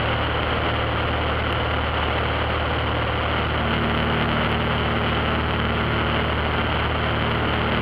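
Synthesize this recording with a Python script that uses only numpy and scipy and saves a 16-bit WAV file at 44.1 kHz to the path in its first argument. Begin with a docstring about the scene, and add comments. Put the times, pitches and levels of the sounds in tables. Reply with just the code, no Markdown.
"""A two-blade propeller and six-cylinder engine drone in cruise, heard from a light aircraft's cabin.
Blade passes, exhaust firings and slipstream roar overload a small hand-held microphone, whose input
flattens the crests. A door panel growls, a seal hisses, and the hand ticks twice on the case.
Halfway the microphone is swung from one side window to the other and the drone changes colour."""
import sys
import numpy as np
from scipy import signal
from scipy.fft import rfft, irfft
from scipy.io import wavfile

SR = 44100
rng = np.random.default_rng(int(sys.argv[2]) if len(sys.argv) > 2 else 0)


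def unload_wav(signal):
    """Save mono or channel-first audio to the path in sys.argv[1] as 16-bit WAV at rate SR, clipped to [-1, 1]."""
    wavfile.write(
        sys.argv[1],
        SR,
        np.round(np.clip(np.atleast_2d(signal).T, -1, 1) * 32767).astype(np.int16),
    )


N = 344421

# The microphone's path across the cabin. Each row: time in seconds, place
# (0 at the first window, 1 at the second, above 1 closer to its pane).
MIC_PATH = [(0, 0.074), (2.8, 0.019), (3.2, 0), (3.5, 0.54), (3.7, 1.11), (4.1, 1.23), (5.2, 0.94),
            (5.8, 1.07), (6.9, 0.66), (7.2, 0.92), (7.81, 1.03)]
# Engine speed. Each row: time in seconds, four-stroke cycles (two crank turns each) per second.
CYCLE_RATE = [(0, 19.042), (1.5, 19.05), (2.7, 19.05), (3.2, 19.025), (3.8, 19.07), (4.6, 19.085),
              (6.1, 19.075), (6.6, 19.115), (7.81, 19.11)]
# Tones of the propeller, then of the exhaust and engine mounts.
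# Each row: multiple of the cycle rate, level in dB at the first window, level in dB at the second.
BLADE_TONES = [(4, -1, -1), (8, -19, -7), (12, -29.5, -7)]
ENGINE_TONES = [(2, -26.5, -33), (3, -12, -12), (5, -17.5, -40), (6, -3.5, -4), (7, -13, -21),
                (9, -19, -16), (10, -18.5, -31.5), (13, -26.5, -22.5), (14, -27.5, -27.5),
                (16, -32.5, -18.5), (18, -28, -13), (20, -30, -22.5), (22, -22.5, -11), (24, -21, -24),
                (26, -14, -23), (27, -13, -25.5), (28, -16, -15.5), (30, -17, -21.5), (31, -30.5, -19),
                (32, -20.5, -21.5), (34, -29.5, -18.5), (36, -23, -30), (37, -25, -29.5), (38, -38, -26),
                (42, -21.5, -36), (44, -37.5, -30.5), (46, -36.5, -27), (60, -32.5, -30), (62, -26, -33)]
# The slipstream as heard through the cabin skin. Each row: frequency in Hz, relative level in dB.
ROAR_SPECTRUM = [(15, -6), (60, -2), (250, 0), (520, 0), (900, -7), (1600, -16), (3000, -24), (6000, -31),
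                 (16000, -39)]
# The hand on the microphone case. Each row: start in seconds, level in dB, brightness from 0 to 1.
HAND_TICKS = [(1.5255, -2, 0.2), (4.5166, -3, 0.6)]
# The microphone's colour after its overloaded input. Each row: frequency in Hz, gain in dB.
MIC_COLOUR = [(15, -22), (60, -24), (200, -19), (550, -18.5), (900, -14.5), (1150, -11), (1400, -5.5),
              (1700, -10.5), (2050, -6), (2500, -8.5), (3050, 0.5), (3700, -17), (4400, -18.5),
              (5600, -37.5), (6050, -62.5), (6350, -41.5), (7600, -43.5), (7950, -59), (8800, -39),
              (11000, -30.5), (15000, -38)]

# Each pair: dB at the first window, dB at the second. The drive adds to every cabin level.
SLAP_DB, ROAR_DB = (-10, 1.5), (-8.5, -7.5)
PANEL_DB, LEAK_DB = (-16, -21), (-48, -32)
DRIVE_DB = (0.5, 1)
GUST_DB = 0.62   # depth of the gusts in roar and leak


def from_db(db):
    """Decibels to gain."""
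    return 10 ** (np.asarray(db) / 20)


def rms_one(x):
    """Scale to rms 1."""
    return x / np.sqrt(np.mean(x ** 2) + 1e-20)


def heard_at(place, pair):
    """Blend a first-window and a second-window value for the microphone's place."""
    return pair[0] + place * (pair[1] - pair[0])


def drift(rate_hz):
    """Slow random wander of rms 1: coarse noise through a double one-pole low-pass."""
    step, settle = 40, 2000
    pole = np.exp(-2 * np.pi * rate_hz * step / SR)
    noise = rng.standard_normal(N // step + settle + 2)
    slow = signal.lfilter([1], [1, -2 * pole, pole * pole], noise)[settle:]
    return np.interp(np.arange(N) / step, np.arange(len(slow)), rms_one(slow))


def coloured(x, curve, size=8192):
    """Minimum-phase filter along a curve of Hz and dB, made by folding the cepstrum."""
    curve_hz, curve_db = np.transpose(curve)
    hz = np.maximum(np.arange(size // 2 + 1) * SR / size, 1)
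    gain_db = np.interp(np.log(hz), np.log(curve_hz), curve_db)
    cepstrum = irfft(np.log(from_db(gain_db)))
    cepstrum[1:size // 2] *= 2
    cepstrum[size // 2 + 1:] = 0
    return signal.fftconvolve(x, irfft(np.exp(rfft(cepstrum))))[:N]


def drone(tones, cycle_angle, place, phase, waver_db=0.97, waver_rad=0.16):
    """Sines locked to the engine cycle, each wavering on its own in level and phase."""
    out = np.zeros(N)
    for multiple, *window_db in tones:
        level_db = heard_at(place, window_db) + waver_db * drift(2.45)
        out += from_db(level_db) * np.sin(multiple * cycle_angle + phase + waver_rad * drift(4.5))
    return out


def propeller(cycle_angle, place, lag_s=0.0007, jitter_s=0.00024, decay_s=0.00057, spread_db=8.5):
    """The blades hum, and each pass slaps the pane with a steep pressure front that dies at once."""
    hum = drone(BLADE_TONES, cycle_angle, place, phase=-0.75)
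    passes = np.flatnonzero(np.diff(np.floor(cycle_angle / (np.pi / 2))))   # four to a cycle
    timing, strength = rng.standard_normal((len(passes), 2)).T
    delays = ((lag_s + jitter_s * timing) * SR).astype(int)
    arrivals = np.clip(passes + delays, 0, N - 1)
    fronts = np.zeros(N)
    fronts[arrivals] = from_db(heard_at(place[arrivals], SLAP_DB) + spread_db * strength)
    slaps = signal.lfilter([1], [1, -np.exp(-1 / (decay_s * SR))], fronts)
    slaps = signal.lfilter(*signal.butter(2, 1360, fs=SR), slaps)   # the pane rounds the edge
    return hum + slaps - slaps.mean()


def engine(cycle_angle, cycle_hz, place, lag_s=0.00067):
    """Exhaust and engine mounts carry six firings a cycle into the cabin, just behind the crank."""
    firing_angle = cycle_angle - 2 * np.pi * cycle_hz * lag_s
    return drone(ENGINE_TONES, firing_angle, place, phase=1.0)


def slipstream(place, buffet_db=1.07):
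    """Turbulent air on skin and windows: broad noise in slow gusts and quick buffets."""
    level_db = heard_at(place, ROAR_DB) + GUST_DB * drift(4.7) + buffet_db * drift(19.0)
    return from_db(level_db) * rms_one(coloured(rng.standard_normal(N), ROAR_SPECTRUM))


def door_panel(place, band_hz=(492, 652), surge_db=1.5):
    """Drummed by the slipstream, a door panel growls in uneven surges, louder at the first window."""
    resonance = signal.butter(1, band_hz, "band", fs=SR, output="sos")
    growl = signal.sosfilt(resonance, rng.standard_normal(N))
    return from_db(heard_at(place, PANEL_DB) + surge_db * drift(15.8)) * rms_one(growl)


def seal_leak(place, above_hz=8000):
    """A draught hisses through the door seal, louder at the second window."""
    treble = signal.butter(2, above_hz, "high", fs=SR, output="sos")
    hiss = signal.sosfilt(treble, rng.standard_normal(N))
    return from_db(heard_at(place, LEAK_DB) + GUST_DB * drift(3.0)) * rms_one(hiss)


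def hand_ticks(decay_s=0.0012):
    """The hand ticks right on the microphone case: short bursts of bright noise."""
    out, length = np.zeros(N), round(0.006 * SR)
    fade = np.exp(-np.arange(length) / (decay_s * SR))
    for start_s, level_db, brightness in HAND_TICKS:
        burst = signal.lfilter([1, -brightness], [1], rng.standard_normal(length))
        start = round(start_s * SR)
        out[start:start + length] = from_db(level_db) * burst * fade
    return out


def scene():
    """Pressure at the microphone as it crosses the cabin; the input overloads at 1."""
    t = np.arange(N) / SR
    place = np.interp(t, *np.transpose(MIC_PATH))
    cycle_hz = np.interp(t, *np.transpose(CYCLE_RATE))
    cycle_angle = 0.175 + 2 * np.pi * np.cumsum(cycle_hz) / SR
    machinery = propeller(cycle_angle, place) + engine(cycle_angle, cycle_hz, place)
    air = slipstream(place) + door_panel(place) + seal_leak(place)
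    drive = from_db(heard_at(place, DRIVE_DB))
    return (drive * (machinery + air) + hand_ticks())[None]


def record(dry, hiss_db=-38.5, cutoff_hz=15100):
    """The input clips hard and hisses; a presence lift and steep treble fall follow, then a top cut."""
    overloaded = np.clip(dry[0], -1, 1) + from_db(hiss_db) * rng.standard_normal(N)
    top_cut = signal.ellip(12, 0.5, 60, cutoff_hz, fs=SR, output="sos")
    return signal.sosfilt(top_cut, coloured(overloaded, MIC_COLOUR))[None]


dry = scene()
out = record(dry)
unload_wav(out)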